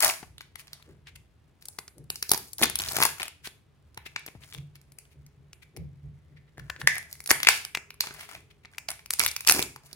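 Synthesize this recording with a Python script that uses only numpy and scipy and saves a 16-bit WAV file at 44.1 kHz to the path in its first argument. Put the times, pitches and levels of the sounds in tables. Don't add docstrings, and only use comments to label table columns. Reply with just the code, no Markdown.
import sys
import numpy as np
from scipy import signal
from scipy.fft import rfft, irfft
from scipy.io import wavfile
from scipy.ndimage import uniform_filter1d

SR = 44100
rng = np.random.default_rng(int(sys.argv[2]) if len(sys.argv) > 2 else 0)


def output_pcm(signal):
    pcm = np.clip(np.atleast_2d(signal).T, -1, 1) * 32767
    wavfile.write(sys.argv[1], SR, np.round(pcm).astype(np.int16))


N = 438794
TIME_S = np.arange(N) / SR

# pitch_hz, relative level_db
HISS_SPECTRUM = [(15, -51.5), (25, -13.5), (64, -11), (145, -15), (277, -21.5), (911, -30), (3520, -37.5),
                 (6920, -49), (16000, -58.5)]
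HISS_DB = -66
# pitch_hz, likeness (0 to 1)
HISS_LIKENESS = [(60, 0.65), (400, 0.31), (3000, 0.57)]

# pitch_hz, width_hz
ROOM_MODES = [(72, 35), (142, 17)]
# start_s, lower_resonance_db, upper_resonance_db, knock_db
THUDS = [(.23, -52, -62, -77), (0.878, -57, -57, -56), (1.1, -59, -65, -79), (1.97, -59, -50, -55.5),
         (2.31, -56.5, -64.5, -70.5), (2.61, -47, -51.5, -37.5), (2.789, -45, -50, -63),
         (2.93, -58.5, -49, -61.5), (3.83, -62, -76.5, -88), (3.96, -70, -76, -93), (4.339, -59, -68, -76),
         (4.544, -57, -42.5, -60), (4.859, -78, -87, -87), (5.138, -63, -51.5, -73),
         (5.359, -67.5, -56, -77.5), (5.758, -41, -38.5, -49.5), (6.019, -45.5, -46.5, -78.5),
         (6.3, -64, -53, -68.5), (6.568, -48, -48, -60.5), (6.798, -49.5, -40, -50.5),
         (7.3, -59.5, -57.5, -55), (7.47, -65, -68, -67), (8.05, -69, -56, -65.5),
         (8.33, -68.5, -57.5, -62.5), (9.19, -53, -71, -79), (9.549, -51.5, -49.5, -35.5)]
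IDLE_RUMBLE_DB = [-64, -68.5, -78.5]
THUD_RISE_S, THUD_FALL_DB_PER_S = 0.045, 113
KNOCK_LEAD_S, KNOCK_FALL_DB_PER_S = 0.025, 198.5

# time_s, level_db
HUM_LEVEL = [(0, -85), (4.7, -83.5), (5.3, -73.5), (5.9, -82.5), (7.3, -78), (8.2, -65.5), (8.9, -81.5),
             (9.95, -76)]
HUM_HZ, HUM_WIDTH_HZ = 414, 30

# time_s, nominal patch_pitch_hz, ring_db, crack_centre_hz, crack_db, thump_db
SNAPS = [(0.0059, 3330, -29, 8500, -7, -42.5), (0.0249, 2200, -21.5, 10280, -10, -42.5),
         (0.033, 2038, -8.5, 4010, -10.0, -42), (0.0468, 1830, -19.5, 9640, -2.5, -37.5),
         (0.0614, 1930, -34, 10160, -26, -47.5), (0.08, 3540, -21, 9710, -8, -39.5),
         (0.0924, 3120, -19, 9630, -18.5, -48.5), (0.0991, 2340, -15, 4700, -17, -34),
         (0.229, 856, -34.5, 4050, -43, -35), (0.3823, 3454, -31.5, 4040, -37.5, -68.0),
         (0.4084, 1730, -29.5, 4630, -33, -47), (0.4167, 1880.0, -47.0, 4400, -39, -67.0),
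         (0.5572, 2070, -29.5, 10400, -30, -74), (0.5964, 2350, -39, 10300, -34, -64),
         (0.672, 2440, -44.0, 3970, -41, -73), (0.6806, 3650, -42, 3980, -50, -73),
         (0.7325, 3560, -31, 4500, -27.5, -67.0), (0.7424, 3440, -52, 4700.0, -41, -68.0),
         (0.826, 3356, -39, 4800.0, -45, -67.0), (1.0716, 3100, -37, 5000.0, -54.5, -66.0),
         (1.092, 2400.0, -55, 4950, -50.0, -66.0), (1.162, 2420.0, -39.5, 9460, -48, -62),
         (1.6248, 3093, -39, 5030, -39, -70.0), (1.656, 1400.0, -45, 9200, -26.0, -66),
         (1.6857, 960, -46.5, 10200.0, -24.0, -51.0), (1.788, 1526, -28, 5000.0, -21.5, -33.5),
         (1.88, 1500, -40.5, 5450, -30, -54.5), (1.9825, 760.0, -63.5, 10020, -39.0, -55),
         (2.042, 1120.0, -70.5, 9850, -50.5, -59.5), (2.1032, 2840, -18, 11840, -14.5, -34),
         (2.158, 2790, -35.5, 5150, -24, -59.5), (2.227, 2157, -18, 5190, -11.5, -35),
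         (2.2939, 3700, -26.0, 4920, -13.0, -37.5), (2.3067, 736, -41.5, 11610, -17.5, -40.5),
         (2.3167, 847, -12.5, 11900, -1.5, -19), (2.3356, 1126, -23, 8800, -10, -24),
         (2.3461, 1080.0, -25, 5180, -15, -28), (2.3768, 930, -33.5, 9700, -18.0, -46.5),
         (2.533, 3110, -40.5, 10470, -25, -62.5), (2.5838, 3270, -33, 10170, -21, -62.0),
         (2.596, 3750, -39, 10460, -28, -42), (2.616, 685, -21.5, 9490, -16, -17.5),
         (2.625, 3300, -15, 9670, -8, -22), (2.6289, 2086, -12, 9660, -19, -23.5),
         (2.6334, 3920, -3.5, 9600.0, -13, -22), (2.6373, 1126, -20.5, 9610, -4, -22),
         (2.6422, 970, -17.5, 4630, -9, -26), (2.6568, 1545, -22.5, 4260, -15, -38),
         (2.699, 1530, -25.5, 9970, -17, -54), (2.757, 3743, -10.5, 10250, -9.0, -47.0),
         (2.7891, 3500, -27, 5850, -14, -38.5), (2.8, 3800, -18.5, 4200.0, -25.5, -33),
         (2.8059, 1190, -27.0, 7620, -20.5, -40.5), (2.8195, 2740, -21.5, 11660, -20.0, -52),
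         (2.827, 813, -30.5, 7690, -25, -46.5), (2.838, 3480, -21.5, 4344, -29, -62),
         (2.862, 3170.0, -23.5, 4300.0, -28, -57.5), (2.8786, 3180, -32, 4370, -25.5, -47.5),
         (2.8868, 3330, -29, 5080, -16, -42), (2.8913, 3480, -25.5, 5100.0, -21, -44.5),
         (2.9202, 1540, -35.5, 12950, -17.5, -39.5), (2.933, 3170, -36.5, 11200, -23.5, -33.5),
         (2.9573, 3420, -35.5, 12150, -28.5, -39), (2.9664, 3600, -17, 11900, -14.5, -25.5),
         (2.986, 870, -23.5, 5360, -24, -22.5), (3.0037, 961, -16, 11240, -15.0, -24.5),
         (3.0177, 987, -12.0, 11660, -11.5, -31), (3.026, 2350, -6, 11000.0, -10, -27.5),
         (3.0351, 1056, -11, 11000.0, -6.5, -35.5), (3.053, 1030, -13, 11400, -7, -33.0),
         (3.064, 970, -33, 11200, -12, -44), (3.1992, 2100, -25, 4600.0, -39.0, -50),
         (3.2043, 865, -31, 4000.0, -28.0, -38), (3.2097, 1970, -26.0, 11100.0, -31, -40),
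         (3.2187, 2540, -20, 4000.0, -32, -44), (3.231, 3020, -18.5, 11000, -19, -49),
         (3.2559, 2530, -30, 4200, -31, -41), (3.2815, 2474, -28.5, 8200.0, -26.5, -52),
         (3.4734, 3910, -28, 4010, -25.5, -35), (3.9459, 2780, -51, 5200.0, -44.5, -65.5),
         (3.9756, 980.0, -27.5, 4020, -27.5, -40), (4.0635, 2260, -40, 4400.0, -48, -39),
         (4.1622, 2422, -16, 4000.0, -44, -38), (4.1947, 2130, -48, 9800, -37.5, -64),
         (4.2642, 1710, -36, 12900.0, -27, -40), (4.2788, 2617, -32.5, 4000.0, -45, -39),
         (4.2854, 2110.0, -36, 12700, -42, -37), (4.3528, 796, -49, 4000.0, -63.0, -42.5),
         (4.4371, 3245, -36.0, 4000.0, -58, -53), (4.5115, 3460, -51, 4000, -58, -71.5),
         (4.526, 3400, -33, 4020, -48, -66.5), (4.5357, 3400, -43, 4000.0, -31, -67.0),
         (4.5413, 3470, -33, 4040, -35, -52), (4.5483, 3140, -31, 4020, -39, -50),
         (4.579, 3130, -39, 3970, -41, -60), (4.5844, 3570, -38.5, 3940, -46, -60),
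         (4.756, 2740, -42.5, 5340, -37, -67.0), (4.8153, 2940, -54, 9450, -41, -68.5),
         (4.9211, 2030, -52.5, 11700.0, -39, -69), (4.9871, 2408, -36, 9200, -31.5, -66.5),
         (5.0536, 2855, -48, 4800.0, -60, -71), (5.265, 2165, -52, 6200.0, -44.5, -69),
         (5.532, 2534, -37.5, 6200, -36.5, -56), (5.7656, 2180, -44, 5440, -34.5, -43.5),
         (5.7719, 2575, -39, 9940, -35, -38), (6.5742, 1710.0, -44.5, 5300.0, -62.5, -57),
         (6.5811, 1650.0, -38.0, 7570, -39.5, -34.5), (6.597, 1510.0, -36, 4800.0, -41.5, -47.5),
         (6.7001, 1732, -20.5, 4240, -27, -51), (6.763, 1664, -34.5, 4030, -55.5, -47.5),
         (6.8157, 1666, -24, 9920, -29.5, -60.5), (6.874, 1782, -4, 6030, -8.5, -40.5),
         (6.9554, 2100, -29, 11450, -28, -53.5), (6.9664, 1730, -26.5, 6700.0, -39.5, -49),
         (6.982, 1820, -26.5, 10300, -16.5, -61), (7.0286, 1870, -39, 11180, -38.5, -66),
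         (7.1134, 2040, -57, 9580, -39.5, -74), (7.1288, 2000, -43.5, 11000, -21.5, -72.5),
         (7.154, 1950, -44, 9560, -38, -68), (7.2045, 2050, -35.5, 11470, -23.5, -58.5),
         (7.2406, 1730, -54, 9600.0, -33, -66.5), (7.261, 2460, -32.5, 10240, -20, -67),
         (7.2753, 1790.0, -34, 10040, -17.5, -71), (7.2976, 2420, -33, 9730, -15.5, -48),
         (7.3024, 2500, -27.5, 6080, -11.5, -48), (7.3069, 1672, -6, 5900.0, 1, -25),
         (7.3106, 1920, -15.5, 5700.0, -8.5, -22), (7.3138, 1783, -4.5, 9800.0, 0.5, -17),
         (7.4025, 2090, -20.5, 7620, -25, -44.5), (7.4318, 3085, -10.5, 5480, -13.5, -46.0),
         (7.449, 2200, -19.5, 10400.0, -24.0, -65), (7.4715, 2414, -0.5, 4100, -10.5, -25.5),
         (7.4878, 2080.0, 2.5, 4100.0, 5, -31), (7.5038, 2210, -24, 4000, -31, -48.5),
         (7.5503, 2210, -24, 4000, -28.5, -58), (7.6506, 3000, -23, 4900.0, -19, -52),
         (7.7502, 2373, -13.5, 5500.0, -23, -37), (7.773, 2390, -20.0, 4600.0, -28.0, -31),
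         (7.9057, 2370, -30.5, 4700, -31.5, -63), (7.9428, 1130.0, -48, 10700.0, -40.0, -64),
         (8.0076, 3500, -10, 4630, -6, -71), (8.0385, 958, -28.5, 5100, -34, -55),
         (8.0612, 1670, -41, 4900, -28, -53), (8.071, 1550, -25.5, 6300, -30, -39),
         (8.0864, 1530, -38, 4000, -39, -52), (8.1086, 1550, -29, 4000.0, -50, -37),
         (8.1405, 3370, -48, 11600, -30, -56), (8.2098, 2150, -28, 9200, -35, -56),
         (8.3515, 2400, -28.5, 4700.0, -48.5, -55), (8.6495, 2007, -37, 6100.0, -63, -50),
         (8.655, 2350, -36, 5780, -52, -67.5), (8.7362, 1637, -45.0, 8660, -58, -72.0),
         (8.748, 1940, -45.0, 6270, -57, -74.5), (8.7835, 2360, -22, 4700.0, -22, -57),
         (8.8874, 2584, -23, 4700.0, -16, -49), (8.9047, 2500, -26, 9800.0, -19, -57),
         (8.9155, 2575, -25, 9900.0, -20.5, -55), (8.9932, 2140, -38, 4400.0, -49, -64.0),
         (9.0605, 2415, -35, 5700.0, -28.5, -72), (9.107, 2262, -14.5, 9300.0, -9.5, -44),
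         (9.131, 3870, -37.0, 8900.0, -25, -67.0), (9.137, 2410, -23, 9300.0, -12.5, -69.0),
         (9.1953, 2390, -20, 9350, -4.5, -45), (9.2023, 2310, -10.5, 5100.0, -21, -36),
         (9.2144, 1010, -21.5, 5600, -15, -45), (9.2277, 2220, -24.5, 5400, -22, -37),
         (9.2372, 1150, -21.5, 5200.0, -9.5, -43), (9.2495, 2360, -32, 5600.0, -14, -48.0),
         (9.2632, 3447, -9, 12200.0, -5.5, -52), (9.2796, 2230.0, -37, 5700.0, -12.5, -51.0),
         (9.2868, 3670, -36.5, 5500.0, -12, -58), (9.3145, 2640, -43, 5400, -18, -60),
         (9.3645, 2475, -22, 5800.0, -13.5, -63), (9.4076, 2430.0, -29.5, 11500.0, -21.5, -54),
         (9.4495, 2460, -29, 5500, -31, -63), (9.4746, 2520, -9, 5100.0, -2, -53),
         (9.4845, 2510, -6.5, 5400.0, -10, -37), (9.489, 2420.0, -14, 5300.0, -3.5, -47),
         (9.4971, 2590, -2, 12000, 4.5, -40), (9.5092, 1065, -21, 6000.0, -4.5, -37),
         (9.5126, 852, -13, 5400.0, -4.5, -32), (9.5226, 2410, -17, 12200, -2, -40),
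         (9.5489, 1730, -28, 4320, -20, -27), (9.5631, 2280, -26, 5056, -21, -27),
         (9.5931, 2295, -11.5, 12100, -14, -17), (9.6261, 3470, -14, 7900.0, -14, -35),
         (9.7618, 925, -30, 4480, -30, -51.0), (9.9131, 2810.0, -46.0, 4050, -57, -61.0),
         (9.9304, 3850, -38.5, 4600.0, -29.5, -44.5)]
# pitch_hz, width_hz, relative level_db
CUP_MODES = [(264, 75, -15.5), (398, 82, -5), (700, 360, 1)]
# pitch_hz, level_db
FOIL_COLOUR = [(2500, -11.5), (4500, 5), (6000, 3.5), (8000, 0.5), (10000, 5.5), (13000, 1.5), (15000, -2)]
SNAP_SAMPLES, SNAP_PEAK_S = 1024, 0.005
# time_s, left_over_right_db
LID_PLACE = [(0, 0), (2, -0.5), (4, 0.5), (6.5, 2.5), (7.4, -3), (9, -2), (9.95, -5)]
STRAY_DB, STRAY_SAMPLES = 4, 3

# start_s, hold_s, level_db, dullness_db (low creases over high ones)
PULLS = [(-.03, 0.043, -33, 1), (0.022, 0.064, -27.5, -4.5), (0.554, 0.35, -76.5, 7.5),
         (1.605, 0.2, -66, -10), (2.104, 0.37, -54, -29), (2.588, 0.029, -33.5, -7.5),
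         (2.786, 0.13, -40, -5.5), (2.942, 0.11, -30.5, -4), (3.175, 0.054, -45.5, -1.5),
         (3.954, 0.55, -83, 8), (4.404, 0.15, -60, -11), (6.58, 0.54, -78, 7), (6.88, 0.065, -48.5, -4),
         (7.085, .2, -62.5, -22), (7.288, 0.014, -36.5, 5), (7.466, 0.096, -40.5, -8),
         (8.033, 0.11, -58, 2.5), (8.16, 0.049, -55.5, 2.5), (8.286, 0.048, -52, 2), (8.708, 0.079, -69, 0),
         (8.881, 0.0083, -46, 3.5), (9.183, 0.062, -34, -6.5), (9.462, 0.13, -32, -6),
         (9.826, 0.15, -66, 0)]
PULL_RISE_S, PULL_FALL_DB_PER_S, IDLE_RUSTLE_DB = 0.007, 303, -82.5

# time_s, pitch_hz, strength_db
HOLLOW = [(0, 2216, -17.5), (3.5, 2337, -15), (4.2, 2350, -12), (6.3, 2067, 5), (6.75, 1795, -6),
          (6.95, 2033, 2.5), (7.7, 2300, -17), (8.9, 2260, -5.5), (9.95, 2370, -14)]
HOLLOW_WIDTH_HZ = 750
LOWER_HOLLOW_SHARE, LOWER_HOLLOW_DB = 0.36, -6.5
HOLLOW_ROOM_DB = 6.5

# pitch_hz, time_to_fall_60_db_s
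ROOM_T60 = [(250, .45), (800, .32), (2000, .36), (5500, .34), (10000, .33), (15000, .31)]
# pitch_hz, level_db
ROOM_COLOUR = [(300, -1.5), (1000, -0.5), (2200, 0), (3300, 1.5), (4800, 0), (8000, 2.5), (14000, -2)]
ROOM_DB = -9.5

# start_s, level_db
TAPS = [(.229, -45), (3.973, -44.5), (4.351, -39.5)]
TAP_HZ, TAP_DROP_HZ, TAP_DROP_S, TAP_FADE_S = 110.4, 506, 0.0015, 0.013

# centre_s, half_length_s, level_db, scrape_over_fine_db
SLIDES = [(0.602, 0.015, -47.5, -5), (1.083, 0.015, -63, 13), (1.16, 0.0049, -49.5, 0),
          (3.462, 0.017, -41.5, 1), (4.066, 0.0086, -47.5, 8), (4.436, 0.018, -62, 7),
          (4.76, 0.0076, -57.5, 1.5), (5.125, 0.018, -67.5, 0), (5.63, 0.0084, -58.5, 5.5),
          (6.375, 0.011, -79, 17.5), (6.486, 0.012, -85, 16), (6.595, 0.0052, -57.5, 1.5),
          (6.808, 0.011, -47, -2.5), (8.221, 0.043, -50.5, 0.5), (8.3, 0.018, -55.5, 1.5),
          (8.511, 0.0073, -64, 8.5), (8.639, 0.0058, -72, 7), (9.865, 0.0086, -51.5, -12)]

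# pitch_hz, left_over_right_db
MIC_BALANCE = [(100, 7), (1000, 4), (2500, 5), (5000, -2.5), (9000, 3.5), (14000, 2.5)]
RIGHT_LAG_S = 0.00013
EDGE_HZ = 16150


def gain_of(db):
    return 10 ** (np.asarray(db) / 20)


def evened(x):
    return x / np.sqrt(np.mean(x ** 2) + 1e-20)


def peaked(x):
    return x / abs(x).max(-1, keepdims=True)


def read(points, hz):
    f, value = np.transpose(points)
    return np.interp(np.log(hz + 1), np.log(f + 1), value)


def log_bell(hz, centre_hz, width):
    return np.exp(-(np.log((hz + 1) / centre_hz) / width) ** 2)


def curves(rows):
    s, *columns = np.transpose(rows)
    return [np.interp(TIME_S, s, column) for column in columns]


def colour(x, gain):
    return irfft(rfft(x) * gain(np.fft.rfftfreq(x.shape[-1], 1 / SR)), x.shape[-1])


def resonate(x, hz, width_hz):
    r = np.exp(-np.pi * width_hz / SR)
    return signal.lfilter([1, -1], [1, -2 * r * np.cos(2 * np.pi * hz / SR), r * r], x)


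def swell(start_s, hold_s, rise_s, fall_db_per_s):
    t = TIME_S - start_s
    rise = np.sin(np.pi / 2 * np.clip(t / rise_s, 0, 1)) ** 2
    return rise * gain_of(-fall_db_per_s * np.maximum(t - rise_s - hold_s, 0))


def hiss():
    left, other = rng.standard_normal((2, N))
    likeness = lambda hz: np.clip(read(HISS_LIKENESS, hz), 0, 1)
    right = colour(left, likeness) + colour(other, lambda hz: np.sqrt(1 - likeness(hz) ** 2))
    shaped = colour(np.array([left, right]), lambda hz: gain_of(read(HISS_SPECTRUM, hz)))
    return gain_of(HISS_DB) * evened(shaped)


def rumble():
    level = gain_of(IDLE_RUMBLE_DB)[:, None]
    for s, *db in THUDS:
        ring = swell(s, 0, THUD_RISE_S, THUD_FALL_DB_PER_S)
        knock = swell(s - KNOCK_LEAD_S, 0, THUD_RISE_S, KNOCK_FALL_DB_PER_S)
        level = level + gain_of(db)[:, None] * np.array([ring, ring, knock])
    noise = rng.standard_normal((3, 3, N))
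    noise = noise[:, :1] + 0.34 * noise[:, 1:]
    lower, upper = (evened(resonate(resonate(n, hz, 2 * width), hz, width))
                    for n, (hz, width) in zip(noise, ROOM_MODES))
    knock = evened(colour(noise[2], lambda hz: log_bell(hz, 330, 0.51)))
    return level[0] * lower + level[1] * upper + level[2] * knock


def hum():
    noise = rng.standard_normal((3, N))
    stereo = noise[0] + 0.5 * noise[1:]
    band = resonate(resonate(stereo, HUM_HZ, HUM_WIDTH_HZ), HUM_HZ, HUM_WIDTH_HZ)
    return gain_of(curves(HUM_LEVEL)[0]) * evened(band)


def burst(noise, envelope, gain):
    z = rfft(noise * envelope)
    broad = np.sqrt(uniform_filter1d(abs(z) ** 2, size=9, axis=-1))
    return irfft(z / broad * gain(np.fft.rfftfreq(noise.shape[-1], 1 / SR)))


def snap_sounds(ring_hz, ring_db, crack_hz, crack_db, thump_db):
    t = np.arange(SNAP_SAMPLES) / SR
    noise = rng.standard_normal((len(ring_hz), 2, SNAP_SAMPLES))
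    chance = rng.random((len(ring_hz), 2, 1))
    after = np.maximum(t - SNAP_PEAK_S, 0)
    before = np.maximum(SNAP_PEAK_S - t, 0)
    lead_in = np.sin(np.pi / 2 * (1 - before / SNAP_PEAK_S)) ** 2 * np.exp(-before / 0.003)
    rise = np.exp(-before / 0.00025) + 0.07 * lead_in

    tint = lambda hz: gain_of(read(FOIL_COLOUR, hz) + 5 * log_bell(hz, crack_hz, 0.22))
    crack_fade = np.exp(-after / 0.001) + 0.31 * np.exp(-after / 0.0033)
    crack = burst(noise[:, 0], rise * crack_fade, tint)

    turns = ring_hz * (0.85 * t + 0.0005 * (1 - np.exp(-after / 0.0012))) + chance[:, 0]
    cycles = 1.5 + 1.5 * chance[:, 1] + np.clip((ring_db - crack_db) / 3, 0, 3)
    ring_envelope = rise * np.exp(-after * ring_hz / cycles)
    rough = burst(noise[:, 1], ring_envelope, lambda hz: log_bell(hz, np.sqrt(1800 * ring_hz), 1.006))
    ring = np.sin(2 * np.pi * turns) * ring_envelope + 1.36 * peaked(rough)

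    thump = sum(gain_of(db) * np.sin(2 * np.pi * hz * after) * np.exp(-np.pi * width * after)
                for hz, width, db in CUP_MODES)
    return gain_of(ring_db) * peaked(ring) + gain_of(crack_db) * peaked(crack) + gain_of(thump_db) * peaked(thump)


def rustle(per_s=600, spread_db=4.0):
    high_gain, low_gain = gain_of([[IDLE_RUSTLE_DB]] * 2) * np.ones(N)
    for s, hold, db, dull_db in PULLS:
        pull = swell(s, hold, PULL_RISE_S, PULL_FALL_DB_PER_S)
        high_gain = high_gain + gain_of(db) * pull
        low_gain = low_gain + gain_of(db + dull_db) * pull
    size = gain_of(spread_db * np.minimum(rng.exponential(1, N), 3.5))
    creases = size * (rng.random(N) < per_s / SR)
    pick = rng.integers(0, 16, N)
    u, v, w = rng.random((3, 16, 1))
    mute_db = -120
    high_shapes = snap_sounds(1000 + u, mute_db, 4500 + 9000 * u, 0, mute_db)
    low_shapes = snap_sounds(600 + 2600 * v, 0, 5000 + u, mute_db, -20.5)
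    high, low = np.zeros((2, 2, N))
    for k in range(16):
        pan = gain_of(12 * (w[k] - 0.5) * np.array([[1], [-1]]))
        chosen = creases * (pick == k)
        high += pan * signal.oaconvolve(chosen, high_shapes[k])[:N]
        low += pan * signal.oaconvolve(chosen, low_shapes[k])[:N]
    return high_gain * evened(high) + low_gain * evened(low)


def snaps():
    s, *timbre = np.transpose(SNAPS)[:, :, None]
    sounds = snap_sounds(*timbre)
    out = np.zeros((2, N + 1100))
    stray = np.clip(rng.standard_normal((len(s), 2)), -2, 2)
    pan_db = np.interp(s[:, 0], *np.transpose(LID_PLACE)) + STRAY_DB * stray[:, 0]
    starts = ((s[:, 0] - 0.0053) * SR).astype(int)
    shifts = np.round(STRAY_SAMPLES * stray[:, 1]).astype(int)
    for at, shift, pan, sound in zip(starts, shifts, pan_db, sounds):
        out[0, at:at + SNAP_SAMPLES] += gain_of(pan / 2) * sound
        out[1, at + shift:at + shift + SNAP_SAMPLES] += gain_of(-pan / 2) * sound
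    return out[:, :N]


def hollow(x, extra_db=0):
    hz, db = curves(HOLLOW)
    out = x
    for share, mode_db in ((1, 0), (LOWER_HOLLOW_SHARE, LOWER_HOLLOW_DB)):
        turn = np.exp(2j * np.pi * share * np.cumsum(hz) / SR)
        r = np.exp(-np.pi * share * HOLLOW_WIDTH_HZ / SR)
        smooth = signal.lfilter([(1 - r) ** 2], [1, -2 * r, r * r], x / turn)
        ring = 2 * (turn * smooth).real
        out = out + gain_of(db + mode_db + extra_db) * ring
    return out


def room(x):
    reflections = np.zeros((2, SR // 2))
    at = np.arange(260, SR // 2 - 20, 20)
    at = at + rng.integers(0, 20, (2, len(at)))
    np.put_along_axis(reflections, at, rng.choice([-1., 1.], at.shape), 1)
    hz, t, z = signal.stft(reflections, SR, nperseg=256)
    decay = gain_of(-60 * t / read(ROOM_T60, hz)[:, None])
    tail = signal.istft(z * decay, SR, nperseg=256)[1]
    low = colour(tail, lambda hz: 1 / (1 + (hz / 600) ** 2))
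    tail = tail - low + np.sqrt(2) * low.mean(0)
    tail = colour(tail, lambda hz: gain_of(read(ROOM_COLOUR, hz)))
    tail = gain_of(ROOM_DB) * tail / np.linalg.norm(tail[0])
    return signal.fftconvolve(x.mean(0)[None], tail, axes=1)[:, :N]


def taps():
    start_s, level_db = np.transpose(TAPS)
    after = np.maximum(TIME_S - start_s[:, None], 0)
    turns = TAP_HZ * after + TAP_DROP_HZ * TAP_DROP_S * (1 - np.exp(-after / TAP_DROP_S))
    return gain_of(level_db) @ (np.sin(2 * np.pi * turns) * np.exp(-after / TAP_FADE_S))


def slides():
    flutter_db = 1.8 * evened(uniform_filter1d(rng.standard_normal(N), size=60))
    noise = rng.standard_normal((2, 3, N)) * gain_of(flutter_db)
    noise = noise[:, :1] + 1.9 * noise[:, 1:]
    fine = evened(colour(noise[0], lambda hz: gain_of(read(FOIL_COLOUR, hz))))
    scrape = evened(colour(noise[1], lambda hz: log_bell(hz, 2300, 0.73)))
    out = np.zeros((2, N))
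    for s, half, db, scrape_db in SLIDES:
        stroke = np.exp(-((TIME_S - s) / half) ** 2)
        out += gain_of(db) * stroke * (fine + gain_of(scrape_db) * scrape)
    return out


def scene():
    lid = snaps() + rustle() + slides() + taps()
    low = colour(lid, lambda hz: 1 / (1 + (hz / 500) ** 2))
    lid = lid - low + low.mean(0)
    foil = hollow(lid)
    left = colour(foil[0], lambda hz: gain_of(read(MIC_BALANCE, hz) / 2))
    lag = lambda hz: np.exp(-2j * np.pi * hz * RIGHT_LAG_S)
    right = colour(foil[1], lambda hz: gain_of(-read(MIC_BALANCE, hz) / 2) * lag(hz))
    direct = np.array([left, right])
    return direct + room(hollow(lid, HOLLOW_ROOM_DB)) + rumble() + hum() + hiss()


def record(dry):
    heard = signal.lfilter(*signal.butter(2, 45, "high", fs=SR), dry)
    edge = signal.firwin(301, EDGE_HZ, window=("kaiser", 9), fs=SR)
    return signal.oaconvolve(np.clip(heard, -1, 1), edge[None], "same")


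dry = scene()
out = record(dry)
output_pcm(out)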